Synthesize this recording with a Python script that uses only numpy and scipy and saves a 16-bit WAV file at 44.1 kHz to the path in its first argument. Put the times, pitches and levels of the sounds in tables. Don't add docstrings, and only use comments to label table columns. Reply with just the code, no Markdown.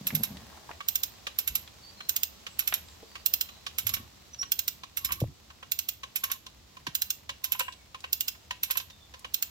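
import sys
import numpy as np
from scipy import signal
from scipy.fft import rfft, irfft
from scipy.io import wavfile
from scipy.ndimage import uniform_filter1d

SR = 44100
rng = np.random.default_rng(int(sys.argv[2]) if len(sys.argv) > 2 else 0)


def log_audio(samples):
    frames = np.atleast_2d(samples).T
    limited = np.clip(frames, -1, 1)
    pcm = np.round(limited * 32767).astype(np.int16)
    wavfile.write(sys.argv[1], SR, pcm)


N = 418943

# three snap times in seconds, then ring and clack in relative dB.
PUSH_STROKES = [(0.8839, 0.9541, 1.033, -13.5, -25.5), (2.092, 2.1622, 2.2318, -12.5, -24),
                (3.2596, 3.3362, 3.4092, -11.5, -24), (4.5175, 4.59, 4.6788, -14, -24.5),
                (5.718, 5.7888, 5.8866, -15.5, -26), (6.9505, 7.018, 7.103, -15, -25),
                (8.128, 8.206, 8.2803, -14, -25.5), (9.341, 9.4238, 9.505, -16, -25)]
PULL_STROKES = [(0.0686, 0.15, 0.2335, -11.5, -30.5), (1.3865, 1.475, 1.5526, -12, -30.5),
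                (2.591, 2.675, 2.7387, -13, -29.5), (3.784, 3.8678, 3.937, -14, -29),
                (4.9701, 5.0468, 5.12, -15.5, -31), (6.1582, 6.2382, 6.315, -15.5, -30.5),
                (7.441, 7.5194, 7.5936, -16, -29.5), (8.632, 8.708, 8.771, -14.5, -29.5)]
# start in seconds, ring and clack in relative dB.
PAWL_BOUNCES = [(3.8905, -23, -34.5), (5.2011, -29, -41)]
# pitch in Hz, nominal width in Hz, gain in dB.
PUSH_PAWL_MODES = [(13530, 1130, -1.5), (15500, 810, -27)]
PULL_PAWL_MODES = [(11820, 200, -22.5), (12540, 740, -4.5), (14900, 890, -27)]
PUSH_HOUSING_MODES = [(1690, 230, -9.5), (2280, 230, -13), (2780, 56, -6.5), (3480, 170, -11),
                      (4166, 103, -2.5), (5190, 340, -3.5), (5660, 140, -8.5), (6050, 140, -17),
                      (6600, 120, -1)]
PULL_HOUSING_MODES = [(1570, 480, -6.5), (2290, 150, -7), (2655, 62, -3.5), (3040, 62, -4),
                      (3930, 30, -8.5), (5330, 53, -2.5), (5600, 35, -15), (7000, 470, -1)]
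FRAME_RESONANCES = [(544, 52, -14.5), (1552, 81, -7.5), (1842, 72, -8), (2213, 45, -12.5), (2890, 35, -10),
                    (3380, 63, -9)]
# start in seconds, body and rattle in relative dB.
FRAME_KNOCKS = [(0.805, -32, -45.5), (1.268, -26.5, -33), (2.005, -35, -46), (2.466, -32, -37),
                (2.619, -43, -49), (3.154, -32, -43), (3.488, -42, -46), (3.665, -31.5, -33),
                (3.893, -42, -37), (3.936, -36, -47), (3.966, -34.5, -45), (4.427, -33, -38.5),
                (4.834, -37, -42), (5.09, -36.5, -58), (5.106, -30.5, -51), (5.502, -42, -52.5),
                (5.627, -38, -49), (6.033, -34, -39), (6.236, -26.5, -37), (6.3, -36, -42),
                (6.464, -43, -41.5), (6.768, -43, -50), (6.867, -27, -32.5), (7.293, -29, -33),
                (7.548, -33.5, -59), (7.595, -29.5, -38), (7.605, -24.5, -37), (7.681, -32, -49),
                (7.723, -56, -43), (7.945, -32.5, -44.5), (8.04, -29.5, -43), (8.349, -48.5, -57),
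                (8.508, -27, -34), (8.701, -32, -42), (8.754, -33.5, -46), (8.799, -37.5, -37),
                (8.9, -48.5, -47.5), (9.139, -39, -46), (9.245, -30, -42.5)]
# time in seconds, pitch in Hz, gain in dB.
FRAME_RING_CURVE = [(1.2, 1143, -9), (3.1, 1140, -15.5), (5, 1095, -5), (6.3, 1068, -5.5),
                    (7.5, 1027, -9.5), (9.3, 1040, -12.5)]
# start in seconds, level in dB.
HOOK_BLOWS = [(7.61, -38.5)]
# pitch in Hz, gain in dB, t60 in seconds.
HOOK_MODES = [(980, -9, 0.091), (1920, -2, 0.07), (2200, -13, .07), (2830, 6.5, 0.22), (3666, -14, .086),
              (4021, -20, 0.43), (7940, -3.5, 0.42)]
# start and length in seconds, level in dB.
DRUM_CREAKS = [(3.857, 0.23, -58.5), (4.957, 0.33, -56), (6.212, 0.17, -53), (7.382, 0.29, -60),
               (8.66, 0.22, -60.5), (9.119, 0.14, -63.5)]
# peak time in seconds, level in dB, pitch in Hz.
CABLE_SLIPS = [(4.342, -39, 5880), (4.398, -31.5, 5660), (4.418, -24, 5710)]
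# start in seconds, level in dB, pitch in Hz, t60 in seconds.
BOULDER_THUDS = [(0.144, -29.5, 156.3, 0.24), (1.500, -42, 55, 0.13), (3.847, -40, 103.5, 0.34),
                 (3.999, -42, 224, 0.054), (5.217, -23, 504, 0.019), (5.2213, -29, 308, 0.044),
                 (5.222, -17, 121, 0.06), (5.239, -27, 550, 0.011), (5.253, -30.5, 79, 0.058),
                 (5.279, -35.5, 129, 0.053), (6.874, -36.5, 293, 0.037), (6.884, -36, 147, 0.033)]
# start in seconds, level in dB, t60 in seconds.
BOULDER_LURCHES = [(0.0, -42.5, 0.75), (0.123, -34, 0.52), (0.3, -43, 0.41)]
# peak time and length in seconds, level in dB.
SOIL_SLIDES = [(0.257, 0.65, -57.5), (1.53, 0.18, -52.5), (2.805, 0.5, -62), (3.94, 0.36, -49.5),
               (5.106, 0.21, -48.5), (5.269, 0.16, -43)]
# start in seconds, level in dB, centre in Hz.
TWIG_CRACKS = [(0.104, -37, 1830), (0.369, -47, 3120), (0.527, -53, 885), (0.574, -52, 1070),
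               (0.691, -42, 920), (0.705, -44, 725), (0.712, -40.5, 1780), (1.676, -47, 2980),
               (2.724, -28.5, 1890), (2.885, -53, 3800), (3.028, -46, 450), (4.345, -47, 3300),
               (8.004, -50, 4860), (9.193, -52.5, 8800)]
# start and length in seconds, first and last pitch in Hz, relative level in dB.
BIRD_CALLS = [(1.808, 0.1, 4450, 4700, -51.5), (1.96, 0.088, 4180, 4160, -52.5),
              (2.18, .09, 4800, 4850, -58), (2.463, 0.085, 7550, 7800, -60), (2.85, 0.082, 7800, 7050, -61),
              (3.045, 0.23, 4700, 4520, -61), (3.451, 0.14, 4060, 3980, -59.5),
              (7.771, 0.077, 2316, 2180, -66), (8.9, 0.047, 3600, 3700, -59), (9, 0.039, 3610, 3545, -56)]
# time in seconds, level in dB.
BREEZE_CURVE = [(0, -53), (1.2, -55), (3.5, -55.5), (5.4, -59.5), (9.5, -59.5)]
# frequency in Hz, relative level in dB.
PUSH_CLACK_SPECTRUM = [(300, -25), (800, -37.5), (1500, -7), (1900, -7.5), (2750, 3.5), (3600, 4),
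                       (4600, -0.5), (5600, 2.5), (7700, 3), (8900, -8), (11500, -8.5), (15400, 7.5),
                       (16200, -24)]
PULL_CLACK_SPECTRUM = [(300, -31.5), (900, -23.5), (1500, -2.5), (1900, -4.5), (2500, 2), (3300, 0.5),
                       (3800, 3), (4700, -5.5), (5500, 1), (7100, -1), (8400, -8.5), (11000, -8.5),
                       (15400, -3), (16200, -21)]
KNOCK_SPECTRUM = [(200, -17), (400, -15), (550, -13.5), (750, -4.5), (1050, -7.5), (1280, 4), (1550, 2),
                  (1700, 5), (1880, -1), (2400, 4), (3000, 6.5), (5000, -35.5)]
RATTLE_SPECTRUM = [(1200, -28), (2200, -12.5), (2800, -0.5), (3900, 2), (4600, -4), (6800, -6.5),
                   (8500, -19), (13000, -18.5), (16000, -24)]
SOIL_SPECTRUM = [(20, -36.5), (30, -13.5), (45, -4.5), (70, 9), (100, 0.5), (140, -3), (220, -11),
                 (350, -14), (700, -58.5)]
HISS_SPECTRUM = [(120, -25.5), (200, 2), (259, -7), (763, -7.5), (916, -10), (1100, -8), (1530, -13.5),
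                 (2210, -13.5), (2380, -14), (3760, -10.5), (5330, -12), (7680, -16), (9060, -26),
                 (13300, -20.5), (16000, -25)]
RUB_SPECTRUM = [(400, -15.5), (1100, -5.5), (2000, -3), (3800, 3.5), (7000, -6), (9000, -12.5),
                (15000, -14)]
GROAN_SPECTRUM = [(40, -36), (100, -11), (150, 6), (200, -.5), (260, -1), (330, -21), (400, -17),
                  (700, -24), (2000, -46)]
GRIT_SPECTRUM = [(150, -2.5), (600, 2.5), (2000, -5), (6000, -14), (15000, -17.5)]
LEAF_SPECTRUM = [(800, -19), (2500, 2.5), (4500, 4), (7500, -2), (9000, -13.5), (15000, -11.5)]
# frequency in Hz, delay in milliseconds.
LEFT_MIC_DELAY = [(500, 0.095), (1000, 0.22), (1400, 0.26), (2500, 0.18), (6500, 0.2), (10000, 0.2),
                  (12500, 0.201), (14000, 0.1836)]
# frequency in Hz, t60 in seconds.
FOREST_DECAY = [(200, 0.5), (1200, 0.19), (2800, 0.31), (6000, 0.24), (9000, 0.27), (14000, 0.24)]


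def pawl(strokes, bounces, clack_spectrum, ring_modes, housing_modes, ring_db, clack_db, housing_db,
         rise_s, clack_t60, ring_t60, ring_step_db, clack_step_db, crack_db,
         scrape_db=-20, scrape_s=.0045, crack_s=.0015):
    ring, clack, housing = np.zeros((3, 2, N))
    snaps = [(s, snap_db + tooth * ring_step_db, body_db + tooth * clack_step_db)
             for *times, snap_db, body_db in strokes for tooth, s in enumerate(times)]
    for s, snap_db, body_db in snaps + list(bounces):
        add(ring, s - scrape_s, amp(snap_db + ring_db + scrape_db) * chatter(.0024, .012, .5, 2))
        add(clack, s - scrape_s, amp(body_db + scrape_db) * chatter(.0042, .014, .71, 2.1))
        add(ring, s, amp(snap_db + ring_db) * chatter(rise_s, ring_t60, .6, 1.3))
        add(ring, s + crack_s, amp(snap_db + ring_db + crack_db) * chatter(.0003, .006, .5, 1))
        blow = amp(body_db) * chatter(rise_s, clack_t60, .68, 3.4)
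        add(clack, s, blow)
        add(housing, s, amp(housing_db) * ring_out(blow, housing_modes, spread_db=2.5, detune=.019))
    ring = sum(amp(db) * band(ring, hz, width) for hz, width, db in ring_modes)
    body = amp(clack_db) * colour(clack, clack_spectrum) + housing
    return ring * mic_gains(-5, 3.5) + body * mic_gains(-2.1, 2.1)


def frame(body_db=-6, modes_db=-11.5, rattle_db=-1, ring_width_hz=130, lead_s=.002, detune=.0091):
    body, ring, rattle = np.zeros((3, 2, N))
    for s, db, loose_db in FRAME_KNOCKS:
        start = s - lead_s
        ring_hz, ring_db = frame_ring(s)
        hz = ring_hz * (1 + detune * rng.standard_normal())
        blow = amp(db) * chatter(.0045, .03, .74, 3.6)
        add(body, start, amp(body_db) * blow)
        add(ring, start, amp(modes_db) * ring_out(blow, FRAME_RESONANCES, spread_db=1, detune=.017))
        add(ring, start, amp(db + ring_db) * band(chatter(.0013, .044, .87, 2.6), hz, ring_width_hz))
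        add(rattle, start, amp(loose_db + rattle_db) * chatter(.0031, .062, .27, 2.6))
    knocks = colour(body, KNOCK_SPECTRUM) + ring
    return knocks * mic_gains(-.9, .9) + colour(rattle, RATTLE_SPECTRUM) * mic_gains(-1.8, 1.8)


def frame_ring(s):
    times, hz, db = np.transpose(FRAME_RING_CURVE)
    return np.interp(s, times, hz), np.interp(s, times, db)


def hook():
    out, t = np.zeros((2, N)), np.arange(SR) / SR
    for s, blow_db in HOOK_BLOWS:
        for hz, db, t60 in HOOK_MODES:
            add(out, s, amp(blow_db + db - 60 * t / t60) * np.sin(2 * np.pi * hz * t))
    return out


def creaks(width_hz=70):
    out = np.zeros((2, N))
    for s, length, db in DRUM_CREAKS:
        size = int(length * SR)
        ring_hz, _ = frame_ring(s)
        ring = unit_rms(band(noise_pair(.51, size), ring_hz, width_hz))
        add(out, s, amp(db) * ring * signal.windows.tukey(size, .5))
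    return out


def lever(rub_db=-59, lead_s=.05, trail_s=.09):
    rub = np.zeros((2, N))
    for first, _, last, *_ in PUSH_STROKES + PULL_STROKES:
        size = int((lead_s + last - first + trail_s) * SR)
        add(rub, first - lead_s, amp(rub_db) * signal.windows.tukey(size, .5) * noise_pair(.75, size))
    return colour(rub, RUB_SPECTRUM)


def squeak(octave_db=-25, waver=.011, swell_s=.0073, ring_db=-19, ring_t60=.17, lead_s=.026):
    out, t = np.zeros(N), np.arange(SR // 4) / SR - lead_s
    for s, db, hz in CABLE_SLIPS:
        phase = 2 * np.pi * np.cumsum(hz * (1 + waver * drift(340)[:len(t)])) / SR
        tone = np.sin(phase) + amp(octave_db) * np.sin(2 * phase)
        swell = np.exp(-(t / swell_s) ** 2)
        tail = amp(ring_db - 60 * abs(t) / ring_t60) * np.clip(1 + t / (3 * swell_s), 0, 1)
        add(out, s - lead_s, amp(db) * (swell + tail) * tone)
    return out * mic_gains(-1.5, 1.5)


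def boulder(slips_hz=99, lurch_rise_s=.0087, rest_db=-60):
    thuds, t = np.zeros((2, N)), np.arange(SR) / SR
    for s, db, hz, t60 in BOULDER_THUDS:
        swing = (1 - np.exp(-(t * hz * 2) ** 2)) * amp(-60 * t / t60)
        add(thuds, s, amp(db) * swing / swing.max() * np.sin(2 * np.pi * hz * t))
    drag, sliding = np.zeros((2, N))
    for s, db, t60 in BOULDER_LURCHES:
        add(drag, s, np.minimum(t / lurch_rise_s, 1) * amp(db - 60 * t / t60))
    for s, length, db in SOIL_SLIDES:
        add(sliding, s - length / 2, amp(db) * signal.windows.cosine(int(length * SR)))
    slip_count = np.floor(np.cumsum(slips_hz * (1 + .1225 * drift(42))) / SR)
    slips = np.diff(slip_count, prepend=0) * amp(3.5 * drift(51))
    groan = unit_rms(colour(slips[None], GROAN_SPECTRUM))
    rumble = unit_rms(colour(noise_pair(.92, N), SOIL_SPECTRUM)) * amp(drift(12))
    return thuds + groan * drag + rumble * np.hypot(amp(rest_db), sliding)


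def litter(crumbs_db=-11, crumbs_per_s=60, crunch_db=-58, crunch_per_s=260, drag_at_s=.02, drag_s=.76):
    out = np.zeros((2, N))
    for s, db, hz in TWIG_CRACKS:
        add(out, s, amp(db) * band(chatter(.00053, .034, .42, 1), hz, width=hz))
    crumbs_gain = amp(crumbs_db + curve(BREEZE_CURVE))
    crunch_gain = np.zeros(N)
    add(crunch_gain, drag_at_s, amp(crunch_db) * signal.windows.tukey(int(drag_s * SR), .3))
    for per_s, gain in (crumbs_per_s, crumbs_gain), (crunch_per_s, crunch_gain):
        hits = (rng.random(N) < per_s / SR) * amp(2.8 * np.minimum(rng.exponential(1, N), 3))
        grains = signal.oaconvolve(hits[None], chatter(.0001, .011, .12, 2.5), axes=1)[:, :N]
        out += gain * unit_rms(colour(grains, GRIT_SPECTRUM))
    return out


def birds(level_db=-2, warble=.17):
    out = np.zeros((2, N))
    for s, length, start_hz, end_hz, db in BIRD_CALLS:
        size = int(length * SR)
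        flutter = uniform_filter1d(rng.standard_normal(size), 150)
        hz = np.linspace(start_hz, end_hz, size) * (1 + warble * flutter)
        whistle = np.sin(2 * np.pi * np.cumsum(hz) / SR)
        add(out, s, amp(db + level_db) * signal.windows.tukey(size, .6) * whistle)
    return out


def trees(leaves_db=-7, leaves_swell=1.04):
    breeze_db = curve(BREEZE_CURVE) + .5 * drift(18)
    hiss = unit_rms(colour(noise_pair(.078, N), HISS_SPECTRUM)) * amp(breeze_db)
    leaves = unit_rms(colour(noise_pair(.035, N), LEAF_SPECTRUM))
    leaves *= amp(leaves_db + breeze_db.mean() + leaves_swell * (breeze_db - breeze_db.mean()))
    return (hiss + leaves) * mic_gains(-.6, .6)


def forest_echoes(x, build_s=.0027, paths=3):
    out = np.zeros((2, N))
    for k in range(paths):
        reflections = rng.standard_normal((2, SR)) * (rng.random((2, SR)) < .15)
        hz, t, bins = signal.stft(reflections, SR, nperseg=256)
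        bins *= amp(-60 * t / at_hz(FOREST_DECAY, hz)[:, None]) * (1 - np.exp(-(t / build_s) ** 2))
        tail = signal.istft(bins, SR, nperseg=256)[1]
        share = np.cos(np.pi * (np.arange(N) / SR + k / paths)) * np.sqrt(2 / paths)
        out += signal.oaconvolve(x * share, tail / np.linalg.norm(tail[0]), axes=1)[:, :N]
    return out


def from_right(x):
    hz = np.fft.rfftfreq(N, 1 / SR)
    delay_s = at_hz(LEFT_MIC_DELAY, hz) / 1000
    left = irfft(rfft(x[0]) * np.exp(-2j * np.pi * hz * delay_s), N)
    return np.array([left, x[1]])


def chatter(rise_s, t60, shared, grain_db, size=4096):
    t = np.arange(size) / SR
    contacts = amp(grain_db * np.repeat(rng.standard_normal(size // 16), 16))
    envelope = (1 - np.exp(-(t / rise_s) ** 2)) * amp(-60 * t / t60)
    burst = noise_pair(shared, size) * contacts * envelope
    return burst / np.linalg.norm(burst[0]) * np.sqrt(SR / 100)


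def ring_out(blow, modes, spread_db, detune):
    chance = rng.standard_normal((len(modes), 2))
    return sum(amp(db + spread_db * strength) * band(blow, hz * (1 + detune * shift), 2 * width)
               for (hz, width, db), (strength, shift) in zip(modes, chance))


def band(x, hz, width):
    radius = np.exp(-np.pi * width / SR)
    pole = radius * np.exp(2j * np.pi * hz / SR)
    gain = np.sqrt(2 * (1 - radius ** 2) ** 3 / (1 + radius ** 2))
    return gain * signal.lfilter([1], [1, -2 * pole, pole * pole], x).real


def colour(x, spectrum, size=4096):
    log_gain = np.log(amp(at_hz(spectrum, abs(np.fft.fftfreq(size, 1 / SR)))))
    taps = np.fft.ifft(np.exp(signal.hilbert(log_gain).conj())).real[:size // 2]
    return signal.oaconvolve(x, taps[None] / np.linalg.norm(taps), axes=1)[:, :x.shape[1]]


def noise_pair(shared, size):
    left, other = rng.standard_normal((2, size))
    return np.array([left, shared * left + np.sqrt(1 - shared ** 2) * other])


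def drift(rate_hz):
    hz = np.fft.rfftfreq(N, 1 / SR)
    return unit_rms(irfft(rfft(rng.standard_normal(N)) * np.exp(-(hz / rate_hz) ** 2), N))


def mic_gains(left_db, right_db):
    return amp([[left_db], [right_db]])


def amp(db):
    return 10 ** (np.asarray(db) / 20)


def unit_rms(x):
    return x / np.sqrt(np.mean(x ** 2) + 1e-20)


def at_hz(rows, hz):
    row_hz, value = np.transpose(rows)
    return np.interp(np.log(hz + 1), np.log(row_hz + 1), value)


def curve(rows):
    return np.interp(np.arange(N) / SR, *np.transpose(rows))


def add(mix, s, sound):
    part = mix[..., max(round(s * SR), 0):][..., :sound.shape[-1]]
    part += sound[..., :part.shape[-1]]


def scene():
    push = pawl(PUSH_STROKES, [], PUSH_CLACK_SPECTRUM, PUSH_PAWL_MODES, PUSH_HOUSING_MODES,
                ring_db=-7.5, clack_db=-2, housing_db=-15, rise_s=.0012, clack_t60=.037, ring_t60=.03,
                ring_step_db=-2, clack_step_db=.07, crack_db=-9.5)
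    pull = pawl(PULL_STROKES, PAWL_BOUNCES, PULL_CLACK_SPECTRUM, PULL_PAWL_MODES, PULL_HOUSING_MODES,
                ring_db=-6.5, clack_db=.5, housing_db=-13.5, rise_s=.00056, clack_t60=.077,
                ring_t60=.047, ring_step_db=-.5, clack_step_db=.42, crack_db=-4)
    winch = from_right(push + pull + frame() + hook() + creaks() + lever())
    ground, song = litter(), birds()
    cable = from_right(squeak())
    winch_send = amp(-12.5) * winch * mic_gains(1, -1.2)
    echoes = forest_echoes(winch_send + amp(-10) * ground + amp(5) * song + amp(-14) * cable)
    return winch + cable + ground + song + echoes + boulder() + trees()


def record(dry):
    edge_hz = 16050
    lowpass = signal.firwin(201, edge_hz, window=("kaiser", 8), fs=SR)
    return signal.oaconvolve(dry, lowpass[None], "same")


dry = scene()
out = record(dry)
log_audio(out)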